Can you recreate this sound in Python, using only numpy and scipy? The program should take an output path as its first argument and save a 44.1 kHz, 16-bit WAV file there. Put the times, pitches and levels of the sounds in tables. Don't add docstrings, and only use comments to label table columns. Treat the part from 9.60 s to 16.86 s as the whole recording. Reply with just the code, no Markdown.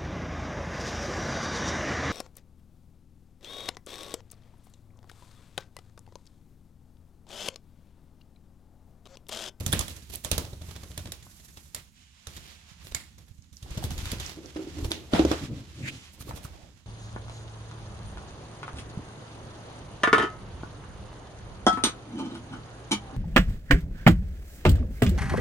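import sys
import numpy as np
from scipy import signal
from scipy.fft import rfft, irfft, next_fast_len
from scipy.io import wavfile

SR = 44100
rng = np.random.default_rng(int(sys.argv[2]) if len(sys.argv) > 2 else 0)


def pcm_store(signal):
    levels = np.round(np.clip(np.atleast_2d(signal), -1, 1) * 32767)
    wavfile.write(sys.argv[1], SR, levels.astype(np.int16).T)


N = 320166
TIME = np.arange(N) / SR

# [dB, the puff of air]
WING_SLAPS = [(0.0623, -18, -3, -9.5, -24), (0.1273, -14.5, 6.5, -1, -22), (0.1324, -19, -46, -17, -31.5),
              (0.191, -15, -2, -7, -31), (0.2092, -25, -17, -7, -43), (0.2798, -29.5, -7, -9, -58),
              (0.646, -21.5, -5.5, -5, -52), (0.7136, -13, -7.5, -11.5, -24.5),
              (0.7786, -17.5, -5.5, -1.5, -25.5), (1.3758, -25, -9, -11, -34.5),
              (1.4554, -36.5, -24, -12, -33.5), (1.519, -27, -7, -13.5, -53),
              (2.146, -24.5, -5.5, -11, -47), (2.669, -32.5, -13.5, -12, -40.5),
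              (3.347, -23.5, -10, -16, -41), (4.2384, -27.5, -10, -7, -26.5),
              (4.5159, -24.5, -11, -22, -28.5), (5.3173, -26.5, -10, -18, -51),
              (5.5335, -16.5, -25.5, 0.5, -25.5), (5.592, -23, -36, -11, -35),
              (5.6493, -27, -24, -7.5, -40), (5.7137, -18, -26, -2, -47)]
# [dB, relative]
WING_FLURRIES = [(0.004, 0.207, 15, -47, 2, -33.5, -13.5, -49),
                 (0.3, 0.418, 14, -46.5, -38, -43.5, -10.5, -63.5),
                 (0.497, 0.585, 14, -64, -26, -47, -12.5, -65), (0.65, 0.927, 14, -41, -5, -35, -6, -59),
                 (1.01, 1.449, 13.6, -48.5, 0, -36.5, -9, -56.5),
                 (1.622, 2.053, 11.6, -52, -22, -49.5, -2.5, -57),
                 (2.667, 2.762, 11, -45.5, -25, -47, 12, -58),
                 (3.242, 3.31, 13, -48.5, -14, -44.5, 4.5, -63),
                 (3.578, 3.776, 10, -56.5, -15, -52, -14.5, -71),
                 (3.924, 4.022, 10, -48.5, -26, -52, 7.5, -62), (4.102, 4.17, 14, -38, -4, -31.5, 7, -60),
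                 (4.302, 4.521, 14.3, -40.5, -26, -35.5, -6, -53),
                 (4.595, 4.6, 14, -39, -14, -45, -8.5, -64), (5.18, 5.303, 14, -37, -1.5, -46, 8, -53),
                 (6.687, 6.85, 12.5, -46, 1, -41, -10, -69)]


def from_db(db):
    return 10 ** (np.asarray(db) / 20)


def rms_one(x):
    return x / np.sqrt(np.mean(x ** 2) + 1e-20)


def in_time(rows):
    s, *columns = np.transpose(rows)
    return [np.interp(TIME, s, column) for column in columns]


def at_hz(points, hz):
    known_hz, values = np.transpose(points)
    return np.interp(np.log(np.maximum(hz, 1)), np.log(known_hz), values)


def pan(left_right_db):
    return from_db(np.array([[.5], [-.5]]) * left_right_db)


def add(track, s, sound):
    start = max(round(s * SR), 0)
    track[..., start:start + sound.shape[-1]] += sound[..., :N - start]


def band_filter(order, low_hz, high_hz):
    return signal.butter(order, [low_hz, high_hz], "band", fs=SR, output="sos")


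def colour(x, spectrum):
    size = next_fast_len(N + SR // 4, True) // 2 * 2
    hz = np.arange(size // 2 + 1) * SR / size
    gain = rms_one(from_db(at_hz(spectrum, hz)))
    cepstrum = irfft(np.log(gain))
    cepstrum[1:size // 2] *= 2
    cepstrum[size // 2 + 1:] = 0
    return irfft(rfft(x, size) * np.exp(rfft(cepstrum)))[..., :N]


def noise(alike):
    return np.sqrt(alike) * rng.standard_normal(N) + np.sqrt(1 - alike) * rng.standard_normal((2, N))


def flutter(per_s, depth_db):
    steps = rng.standard_normal(N // 4)
    return rms_one(from_db(depth_db * np.interp(TIME * per_s, np.arange(len(steps)), steps)))


def narrow_noise(hz, width_hz, alike):
    low_pass = signal.butter(2, width_hz / 2, fs=SR, output="sos")
    slow = signal.sosfilt(low_pass, noise(alike) + 1j * noise(alike))
    phase = 2 * np.pi * np.cumsum(hz * np.ones(N)) / SR
    return rms_one(np.real(slow * np.exp(1j * phase)))


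def swells(rows):
    return sum(from_db(db) * np.exp(-.5 * ((TIME - s) / half) ** 2) for s, db, half in rows)


def decay(s, db, t60):
    return from_db(db - 60 * np.maximum(TIME - s, 0) / t60) * (TIME > s)


def linger(power, t60):
    keep = from_db(-120 / (t60 * SR))
    return signal.lfilter([1 - keep], [1, -keep], power + 1e-18)


def lean_right(x):
    # pitch_hz [Hz], left_right_db [dB]
    balance = [(100, -1.5), (500, 1.5), (1200, 0), (2400, -3), (5000, -6), (10000, -7.5), (15000, -1)]
    size = next_fast_len(N, True)
    hz = np.arange(size // 2 + 1) * SR / size
    return irfft(rfft(x, size) * pan(at_hz(balance, hz)), size)[..., :N]


def from_bearing(x):
    # time_s [s], left_delay_s [s by which the left is later], left_right_db [dB]
    bearing = [(0, .0002, -0.5), (0.8, .00018, -4), (1.7, -.00018, -0.5), (2.2, -.00043, -3),
               (3.35, -.00038, -2), (3.8, -0.00036, -3), (4.35, -.00018, 0.5), (5.0, -0.0002, -3),
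               (5.3, -.00022, 0.5), (5.6, .00025, -1.5), (6.3, -.0002, 1), (7.2, .0001, -5)]
    # time_s [s], treble_db [dB]
    shadow = [(0, -8), (0.8, -7), (1.5, -0.5), (3.4, -0.5), (4.3, 0.5), (7.26, -4)]
    shadow_hz = 3500
    lag_s, side_db = in_time(bearing)
    left = np.interp(np.arange(N) - np.round(lag_s * SR), np.arange(N), x[0])
    treble = signal.sosfilt(signal.butter(1, shadow_hz, "high", fs=SR, output="sos"), left)
    treble_gain = from_db(in_time(shadow)[0])
    return pan(side_db) * np.array([left + (treble_gain - 1) * treble, x[1]])


def ambience():
    # [dB, relative]
    ambience_colour = [(18, -43.5), (30, 11), (81, 4), (233, 10.5), (499, -51.5), (1070, -54.5),
                       (3220, -40.5), (6900, -6), (12300, -44), (16000, -67)]
    return from_db(-67.5) * colour(noise(alike=0.73), ambience_colour) * pan(-4.0)


def sliding(catches_per_s=45, catch_size=5):
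    # [dB, relative]
    slide_rows = [(0.0, -57), (0.12, -49), (0.48, -68), (0.58, -76), (0.71, -85), (0.83, -78), (1.11, -59),
                  (1.27, -61.5), (2.08, -71.5), (2.2, -59), (2.38, -88), (2.73, -55), (2.81, -64),
                  (3.34, -60), (3.74, -73.5), (3.96, -72.5), (4.12, -52), (4.27, -51.5), (4.35, -51),
                  (4.42, -49), (4.57, -46.5), (4.7, -46), (4.8, -55), (4.93, -53.5), (5.17, -49.5),
                  (5.36, -62), (5.56, -51.5), (5.7, -43), (5.86, -50), (5.99, -56.5), (6.39, -62),
                  (7.26, -64.5)]
    # [dB, relative]
    slide_colour = [(300, -6), (550, -3.5), (850, 1), (1300, 0.5), (2200, 1.5), (3400, 2), (4500, -1),
                    (7000, -4.5), (9000, -12.5), (12000, -14), (16000, -26)]
    slide_db, = in_time(slide_rows)
    catches = (rng.random(N) < catches_per_s / SR) * rng.standard_normal(N) * catch_size
    hiss = noise(alike=0.014) * flutter(per_s=210, depth_db=1.15) * flutter(per_s=32, depth_db=3.0)
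    return from_db(slide_db + 2) * colour(hiss + catches, slide_colour)


def rumble(air):
    # [dB, relative]
    rubbing = [(4.0, -84), (4.05, -52.5), (4.24, -48), (5.04, -57.5), (5.19, -44), (5.35, -51), (5.57, -55),
               (5.72, -49.5), (6.43, -63.5), (6.87, -54.5), (7.16, -64.5), (7.26, -76)]
    # [dB, relative]
    draught_colour = [(15, -46), (30, -20.5), (50, -1.5), (75, 4.5), (110, -9), (170, -8.5), (260, -17),
                      (500, -38.5), (1500, -68)]
    rub_colour = [(100, -12), (230, -11), (320, 2.5), (420, -7), (560, -8.5), (780, -15.5), (1200, -18),
                  (3000, -54.5)]
    wake_t60_s = 0.55
    wake_deep_db, wake_hollow_db = -1.5, -12
    rub_deep_db, rub_hollow_db = 4, -5.5
    wake = np.sqrt(linger(air[1] ** 2, wake_t60_s))
    rub = from_db(in_time(rubbing)[0]) * (TIME > rubbing[0][0])
    still_air = from_db(-61) * pan(-4.5) * flutter(per_s=6.2, depth_db=4.0)
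    deep = still_air + np.hypot(from_db(wake_deep_db) * wake, from_db(rub_deep_db) * rub)
    hollow = np.hypot(from_db(wake_hollow_db) * wake, from_db(rub_hollow_db) * rub)
    draught = deep * colour(noise(alike=0.8), draught_colour) * pan(-2.0)
    return draught + hollow * colour(noise(alike=0.89) * flutter(per_s=60, depth_db=3.0), rub_colour)


def wingbeats(spread_db=2):
    beats = []
    for first, last, per_s, touch_db, body_db, puff_db, swell_db, _ in WING_FLURRIES:
        for along in np.linspace(0, 1, round((last - first) * per_s) + 1):
            effort_db = swell_db * (along - .5) + spread_db * rng.standard_normal()
            start_s = first + along * (last - first)
            beats.append((start_s, touch_db + effort_db, body_db, puff_db + effort_db))
    return beats


def puffs(beats, swell_cycles=0.42, eddy_share=0.29):
    middle_hz, spread_octaves, slap_delay_s = 85.7, 0.057, 0.0024
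    t, swings, strength = TIME[:SR // 8], np.zeros(N), np.zeros(N)
    eddies = rms_one(signal.sosfilt(band_filter(2, 60, 260), noise(alike=0.92)))
    strokes = [(s + slap_delay_s, db) for s, *_, db in WING_SLAPS]
    strokes += [(s, db) for s, *_, db in beats]
    for s, peak_db in strokes:
        hz = middle_hz * 2 ** (spread_octaves * rng.standard_normal())
        age = t * hz / swell_cycles
        swell = from_db(peak_db) * age * np.exp(1 - age)
        add(swings, s, swell * np.sin(2 * np.pi * hz * t))
        add(strength, s, swell)
    return (swings + eddy_share * strength * eddies) * pan(0.1)


def landings(beats):
    touch_rise_s, touch_t60_s, touch_treble_db = 0.0052, 0.074, -14.5
    slap_rise_s, slap_t60_s = 0.0014, 0.027
    other_delay_s, other_db, other_treble_db, other_body_db = 0.011, -17.5, -6.5, 4
    # start_s, level_db, treble_db, body_db, rise_s, t60_s
    rows = [(s, db, touch_treble_db, body_db, touch_rise_s, touch_t60_s) for s, db, body_db, _ in beats]
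    for s, db, treble_db, body_db, _ in WING_SLAPS:
        rows.append((s, db, treble_db, body_db, slap_rise_s, slap_t60_s))
        rows.append((s + other_delay_s, db + other_db, treble_db + other_treble_db,
                     body_db + other_body_db, touch_rise_s, touch_t60_s))
    return rows


def slaps(beats, usual_treble_db=-8, usual_body_db=-11):
    # [dB, relative]
    slap_colour = [(150, -3.5), (400, 3.5), (600, 9.5), (800, 2.5), (1000, 4), (1500, 2.5), (2200, 1.5),
                   (2900, 0.5), (3600, 8.5), (4600, 2.5), (7200, 4.5), (8500, 1), (10000, 3), (12500, 2),
                   (16000, -14.5)]
    # pitch_hz [Hz], share [0 to 1]
    crispness = [(2500, 0), (6000, .4), (10000, 1.0)]
    # pitch_hz [Hz], share [0 to 1]
    weight = [(600, 1.0), (1800, 0)]
    ripple_db, ripple_hz = 3, 420
    t, out = TIME[:2048], np.zeros((2, N))
    quills = noise(alike=0.27) * flutter(per_s=2000, depth_db=0.5)
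    hz = np.fft.rfftfreq(len(t), 1 / SR)
    grid_hz = np.arange(64) * ripple_hz
    for k, (s, level_db, treble_db, body_db, rise_s, t60) in enumerate(landings(beats)):
        tone_db = at_hz(crispness, hz) * (treble_db - usual_treble_db)
        tone_db += at_hz(weight, hz) * (body_db - usual_body_db)
        tone_db += ripple_db * np.interp(hz, grid_hz, rng.standard_normal(len(grid_hz)))
        piece = quills[:, k * len(t):(k + 1) * len(t)]
        rattle = irfft(rfft(piece) * from_db(tone_db))
        shape = np.minimum(t / rise_s, 1) ** 2 * from_db(-60 * np.maximum(t - rise_s, 0) / t60)
        burst = rms_one(rattle * shape) * np.sqrt(np.mean(shape ** 2))
        add(out, s, from_db(level_db - 3) * burst)
    return colour(from_bearing(out), slap_colour)


def feather_tips(attack_s=0.033, release_s=0.13):
    # [dB, relative]
    tip_colour = [(3000, -22), (7000, -16), (9500, -21), (12000, -15.5), (14000, -27), (16000, -32)]
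    rustle = np.zeros(N)
    for first, last, *_, db in WING_FLURRIES:
        fade_in = np.clip((TIME - first) / attack_s, 0, 1)
        fade_out = np.exp(-np.maximum(TIME - last, 0) / release_s)
        rustle += from_db(db) * fade_in * fade_out
    return from_db(-2) * rustle * colour(noise(alike=.1) * flutter(per_s=87, depth_db=2.5), tip_colour)


def sweeps():
    # middle_s [s], level_db [dB, relative], half_length_s [s]
    sweep_rows = [(0.005, -37.5, 0.0062), (0.123, -28, 0.0018), (0.305, -44, 0.013), (0.503, -39.5, 0.0051),
                  (0.527, -39, 0.0047), (0.538, -33, 0.0027), (0.551, -35, 0.0067), (0.642, -40, 0.0035),
                  (0.659, -44, 0.0029), (3.27, -50, 0.026), (4.249, -41, 0.016), (6.54, -49.5, 0.012),
                  (6.613, -41.5, 0.011), (6.692, -47.5, 0.021), (6.768, -43.5, 0.013), (6.846, -42.5, .012)]
    # [dB, relative]
    sweep_colour = [(250, 8.5), (700, 1), (1300, -7.5), (2500, 1.5), (4000, 1), (7000, -1), (10500, -0.5),
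                    (13000, 1.5), (16000, -11)]
    barbs = noise(alike=0.31) * flutter(per_s=1600, depth_db=4.0)
    return from_db(-3) * swells(sweep_rows) * colour(barbs, sweep_colour)


def room(x, first_echo_s=0.0037, near_t60=0.31, near_share=0.96):
    # pitch_hz [Hz], t60_s [s]
    room_t60 = [(100, 4), (500, .5), (3000, 2.3), (8000, 2.5), (15000, 1.5)]
    # [dB, relative]
    room_colour = [(100, 8), (500, 1.5), (1500, 5.5), (3500, 2.5), (8000, -2), (15000, -2)]
    # pitch_hz [Hz], likeness [0 to 1]
    room_likeness = [(150, 0.96), (350, 0.92), (700, 0.71), (1300, 0.035)]
    out = 0
    edges = np.geomspace(60, 17000, 13)
    late = np.interp(TIME - first_echo_s, TIME, x[1])
    shared, own = rng.standard_normal((2, N)), rng.standard_normal((2, 2, N))
    for k, (low, high) in enumerate(zip(edges, edges[1:])):
        hz = np.sqrt(low * high)
        band = band_filter(2, low, high)
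        power = signal.sosfilt(band, late) ** 2
        near = near_share * linger(power, near_t60)
        far = (1 - near_share) * linger(power, at_hz(room_t60, hz))
        alike = at_hz(room_likeness, hz)
        mixed = np.sqrt(alike) * shared[k % 2] + np.sqrt(1 - alike) * own[k % 2]
        diffuse = rms_one(signal.sosfilt(band, mixed))
        out = out + from_db(at_hz(room_colour, hz)) * np.sqrt(near + far) * diffuse
    return out


def taps(spread=1.165):
    # start_s [s], level_db [dB, relative], pitch_hz [Hz], t60_s [s]
    tap_rows = [(0.1269, -21, 1310, 0.031), (0.203, -24, 1000, 0.04), (1.665, -33, 960, 0.019),
                (4.06, -33.5, 800, 0.024), (4.15, -35, 453, 0.036), (4.226, -27, 770, 0.027),
                (4.305, -29, 780, 0.033), (4.532, -23, 450, .03), (5.535, -12, 1300, 0.021),
                (5.55, -24, 1140, .025), (6.609, -38.5, 1360, 0.041), (6.668, -32, 340, 0.062),
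                (6.677, -39, 1000, 0.09), (6.7083, -20, 900, 0.027), (6.7098, -28, 1350, .022),
                (6.93, -51, 663, 0.58), (6.85, -34, 1170, 0.036)]
    t, out = TIME[:SR // 6], np.zeros((2, N))
    contact = noise(alike=0.4)
    for s, level_db, hz, t60 in tap_rows:
        band = band_filter(2, hz / spread, hz * spread)
        cluster = rms_one(signal.sosfilt(band, contact[:, round(s * SR):][:, :len(t)]))
        add(out, s, cluster * from_db(level_db - 5 - 60 * t / t60))
    return out


def snaps():
    # start_s [s], level_db [dB, relative], pitch_hz [Hz], t60_s [s]
    snap_rows = [(0.127, -15.5, 3460, 0.019), (0.193, -14, 9100, 0.0027), (5.3176, -8.5, 3730, 0.0038),
                 (5.594, -18, 2900, 0.003)]
    t, out = TIME[:SR // 20], np.zeros((2, N))
    for s, level_db, hz, t60 in snap_rows:
        add(out, s, from_db(level_db - 60 * t / t60) * np.sin(2 * np.pi * hz * t))
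    return out


def claws(t60=0.0087, spread=1.18):
    # [Hz, where it is strongest]
    claw_rows = [(0.1335, -21, 9000), (0.5567, -21, 10000), (3.8227, -44.5, 6000), (3.969, -33, 5700),
                 (4.6628, -26, 6230), (4.859, -34.5, 5300), (4.962, -39, 5000), (5.19, -36, 6030),
                 (5.3178, -24, 6000), (5.46, -47, 5960)]
    t, out = TIME[:SR // 50], np.zeros((2, N))
    for s, peak_db, hz in claw_rows:
        band = band_filter(1, hz / spread, hz * spread)
        burst = from_db(-60 * t / t60) * rng.standard_normal((2, len(t)))
        tick = signal.sosfilt(np.vstack([band, band]), burst)
        add(out, s, from_db(peak_db) * tick / np.abs(tick).max())
    return out * pan(-9)


def thumps(rise_cycles=0.41):
    # start_s [s], level_db [dB], pitch_hz [Hz], left_right_db [dB]
    thud_rows = [(0.198, -24.5, 65, -5), (0.722, -22, 65.6, -1), (0.93, -28.5, 85, -1),
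                 (2.672, -34, 70, -3), (3.116, -47, 110, -20), (3.317, -34, 55, -4), (3.708, -43, 76, -19),
                 (3.787, -42.5, 84, -18), (3.921, -47, 75, -18), (4.027, -33.5, 85, -3),
                 (4.111, -26, 70, 1), (4.175, -22.5, 114, 2), (4.244, -24, 90, 4), (4.315, -25.5, 109, 0),
                 (4.353, -32, 52, 0), (4.384, -29, 64.7, 0), (4.428, -26, 60, 2), (4.463, -24.5, 83, 2),
                 (4.531, -25, 169, 2), (4.601, -33, 140, 0), (5.225, -22.5, 69.5, -1),
                 (5.25, -19.5, 69, -3), (5.279, -28, 70, -2), (6.606, -34.5, 95, -2), (6.738, -29, 110, -1),
                 (6.848, -29, 108, -3), (7.034, -43, 90, -14)]
    t, out = TIME[:SR // 10], np.zeros((2, N))
    for s, level_db, hz, side_db in thud_rows:
        age = t * hz / rise_cycles
        swing = age * np.exp((1 - age ** 2) / 2) * np.sin(2 * np.pi * hz * t)
        add(out, s, -from_db(level_db) * pan(side_db) * swing)
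    return out


def scrapes():
    # middle_s [s], level_db [dB, relative], half_length_s [s]
    scrape_rows = [(0.851, -40, 0.0027), (0.932, -50, 0.0016), (1.019, -45, 0.0017), (1.113, -45.5, 0.0034),
                   (1.163, -45, 0.0066), (1.238, -46, 0.0046), (1.317, -47, 0.0029), (1.473, -40, 0.0032),
                   (1.975, -49, 0.0048), (2.737, -54, .003), (2.77, -48, 0.015), (2.88, -54, 0.052),
                   (3.271, -48, .001), (3.323, -40, 0.0011), (4.18, -41, 0.0042), (4.246, -37, 0.0047),
                   (4.318, -39.5, 0.007), (4.387, -42, 0.0083), (4.459, -38, .004), (4.522, -37, .007),
                   (4.602, -47, 0.0024), (4.69, -44.5, .015), (4.73, -52, 0.012), (5.245, -42, .004),
                   (5.256, -40.5, .005)]
    # [dB, relative]
    scrape_colour = [(500, 2.5), (1200, -2), (2500, -1.5), (3800, 1.5), (6000, -5), (10000, -12.5),
                     (16000, -13)]
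    return swells(scrape_rows) * colour(noise(alike=0.6) * flutter(per_s=810, depth_db=7.0), scrape_colour)


def rings(crack_t60_s=0.025):
    # start_s [s], crack_db [dB, relative], tail_db [dB, relative], tail_t60_s [s]
    clack_rows = [(2.1464, -29, -45, 0.21), (3.3475, -23, -39.5, 0.31)]
    # [dB, relative]
    crack_colour = [(150, 13), (380, 4), (600, 2.5), (1300, -2), (2200, 6.5), (3050, -14), (3600, -11),
                    (4500, 8), (5800, 5), (7200, 15.5), (9000, -14), (11300, -2), (16000, -19)]
    ring_colour = [(500, -12), (1600, 2), (2150, 13), (2500, -5), (2900, -23), (3300, -18), (3700, 5),
                   (4300, 5), (5000, 1), (6000, -16), (7200, 6), (9000, -4), (13000, -7), (16000, -18)]
    crack = sum(decay(s, db, crack_t60_s) for s, db, _, _ in clack_rows)
    tail = sum(decay(s, db, t60) for s, _, db, t60 in clack_rows)
    rough = noise(alike=0.28) * flutter(per_s=190, depth_db=2.0)
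    return from_bearing(colour(crack * noise(alike=0.57), crack_colour) + colour(tail * rough, ring_colour))


def swishes():
    # middle_s [s], level_db [dB, relative], half_length_s [s]
    swish_rows = [(2.4, -63.5, 0.038), (2.56, -63, 0.13), (2.88, -58, 0.079), (3.1, -66, 0.21),
                  (6.2, -52, 0.045), (6.34, -48.5, 0.04), (6.44, -53.5, 0.051)]
    # [dB, relative]
    swish_colour = [(450, -14), (850, -5.5), (1300, -6), (2000, -2), (3000, 1), (4800, -5), (7000, -6),
                    (8500, -12), (11000, -17), (15000, -30)]
    return swells(swish_rows) * colour(noise(alike=0.4) * flutter(per_s=77, depth_db=1.0), swish_colour)


def knocks(press_s=0.0013):
    # start_s [s], level_db [dB, relative], damping [1 is usual, more is deader],
    # hardness_db [dB added to the higher modes], pitch [share of the usual]
    knock_rows = [(4.772, -35, 0.53, 0, 0.99), (4.787, -33.5, 0.73, -3, 1.02), (4.845, -42, 0.35, 8.5, 1),
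                  (4.96, -24.5, 0.51, 1.5, 0.98), (4.992, -26.5, 0.53, 1, 1), (5.071, -30.5, 0.75, -1, 1),
                  (5.168, -29.5, 0.83, -8, 0.98), (5.188, -27, 1, -1, 1.02), (5.308, -26, 0.64, -8, 1),
                  (5.5347, -4.5, 4.8, 4.5, 0.87), (5.542, -14, 1.8, -8, 0.64),
                  (5.5941, -5, 0.86, -7, 1.004), (5.6494, -5, 1.6, 2, 1.017), (5.7123, -12.5, 1.23, 3, 1)]
    # pitch_hz [Hz at pitch 1], level_db [dB, relative], t60_s [s at damping 1]
    housing_modes = [(70.7, -24, 1), (212, -43, 0.078), (319, 0, 0.086), (380, -9, 0.077),
                     (506, -11.5, 0.064), (739, -21.5, 0.066), (900, -29, 0.04), (1340, -13, 0.023)]
    hard_from_hz = 350
    t, out = TIME[:SR // 2], np.zeros((2, N))
    hz, mode_db, t60 = np.transpose(housing_modes)[:, :, None]
    for s, level_db, damping, hard_db, pitch in knock_rows:
        strength_db = level_db - 2 + mode_db + hard_db * (hz > hard_from_hz)
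        strength_db = strength_db + 1.0 * rng.standard_normal(hz.shape)
        modes = from_db(strength_db - 60 * t * damping / t60) * np.sin(2 * np.pi * hz * pitch * t)
        add(out, s, np.minimum(t / press_s, 1) * modes.sum(axis=0))
    return from_bearing(signal.sosfilt(band_filter(2, 45, 1100), out))


def scuffs():
    # middle_s [s], level_db [dB, relative], half_length_s [s]
    scuff_rows = [(4.83, -49.5, 0.06), (5.04, -44.5, 0.034), (5.23, -42.5, 0.056), (5.36, -44, 0.045)]
    # [dB, relative]
    scuff_colour = [(150, -31), (250, -2.5), (300, 1), (350, 0), (420, -4), (520, -17), (620, -16),
                    (900, -21), (2000, -49)]
    return swells(scuff_rows) * colour(noise(alike=0.75), scuff_colour)


def drags():
    # middle_s [s], level_db [dB, relative], half_length_s [s]
    drag_rows = [(4.968, -38.5, 0.0049), (5.55, -32, 0.016), (5.578, -30, 0.026), (5.73, -32, 0.014),
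                 (6.78, -55, 0.062), (6.95, -62, 0.046), (7.05, -60.5, 0.04)]
    # [dB, relative]
    drag_colour = [(200, 6.5), (700, 16.5), (1000, 4), (1300, 5), (2200, 0.5), (3400, 1), (6000, -9),
                   (10000, -15), (16000, -35)]
    return swells(drag_rows) * colour(noise(alike=0.096) * flutter(per_s=580, depth_db=-1.0), drag_colour)


def groan(width_hz=112):
    # [Hz, centre of the resonance]
    groan_rows = [(5.538, -40, 578), (5.555, -39, 762), (5.566, -35, 799), (5.578, -55, 750),
                  (5.594, -26.5, 685), (5.612, -37, 764), (5.63, -45, 736)]
    db, hz = in_time(groan_rows)
    stroke = from_db(db) * (TIME > groan_rows[0][0]) * (TIME < groan_rows[-1][0])
    return stroke * narrow_noise(hz, width_hz, alike=0.74)


def shuffles():
    # middle_s [s], level_db [dB, relative], half_length_s [s]
    shuffle_rows = [(5.835, -32.5, 0.015), (5.915, -35, 0.023), (5.98, -40, 0.042), (6.225, -38.5, 0.034),
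                    (6.31, -42, 0.053), (6.70, -47, 0.048), (6.85, -67, 0.029)]
    # [dB, relative]
    shuffle_colour = [(60, -13), (120, 7.5), (190, -3), (280, -0.5), (400, -15), (600, -18.5), (1500, -58)]
    return swells(shuffle_rows) * colour(noise(alike=0.95), shuffle_colour)


def rasp(width_hz=720):
    # [Hz, centre of the resonance]
    rasp_rows = [(6.225, -49, 2300), (6.257, -40.5, 2063), (6.27, -36.5, 2006), (6.284, -32, 2160),
                 (6.296, -35, 2440), (6.306, -42, 2530)]
    # [dB, relative]
    rasp_colour = [(1500, -31), (2500, 6), (3300, 2), (4400, 0), (5700, -6), (7000, 0), (8300, -9),
                   (10000, -12.5), (16000, -22)]
    db, hz = in_time(rasp_rows)
    stroke = from_db(db - 1) * (TIME > rasp_rows[0][0]) * (TIME < rasp_rows[-1][0])
    hiss = from_db(-6) * colour(noise(alike=0.19), rasp_colour)
    return stroke * flutter(per_s=400, depth_db=2.0) * (narrow_noise(hz, width_hz, alike=0.25) + hiss)


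def scene():
    beats = wingbeats()
    air = puffs(beats)
    brushes = from_bearing(taps() + snaps() + sweeps() + scrapes())
    contacts = claws() + lean_right(slaps(beats) + brushes + drags())
    friction = lean_right(from_bearing(sliding() + feather_tips() + rasp() + swishes()))
    housing = knocks() + groan()
    into_room = from_db(-11.5) * contacts + from_db(-11.0) * air + from_db(-14.5) * housing
    echoes = lean_right(room(into_room))
    bird = contacts + lean_right(rings()) + air + thumps() + friction + shuffles()
    return bird + housing + scuffs() + rumble(air) + echoes + ambience()


def record(dry):
    cutoff_hz = 16200
    return signal.sosfilt(signal.ellip(10, .2, 80, cutoff_hz, fs=SR, output="sos"), dry)


dry = scene()
out = record(dry)
pcm_store(out)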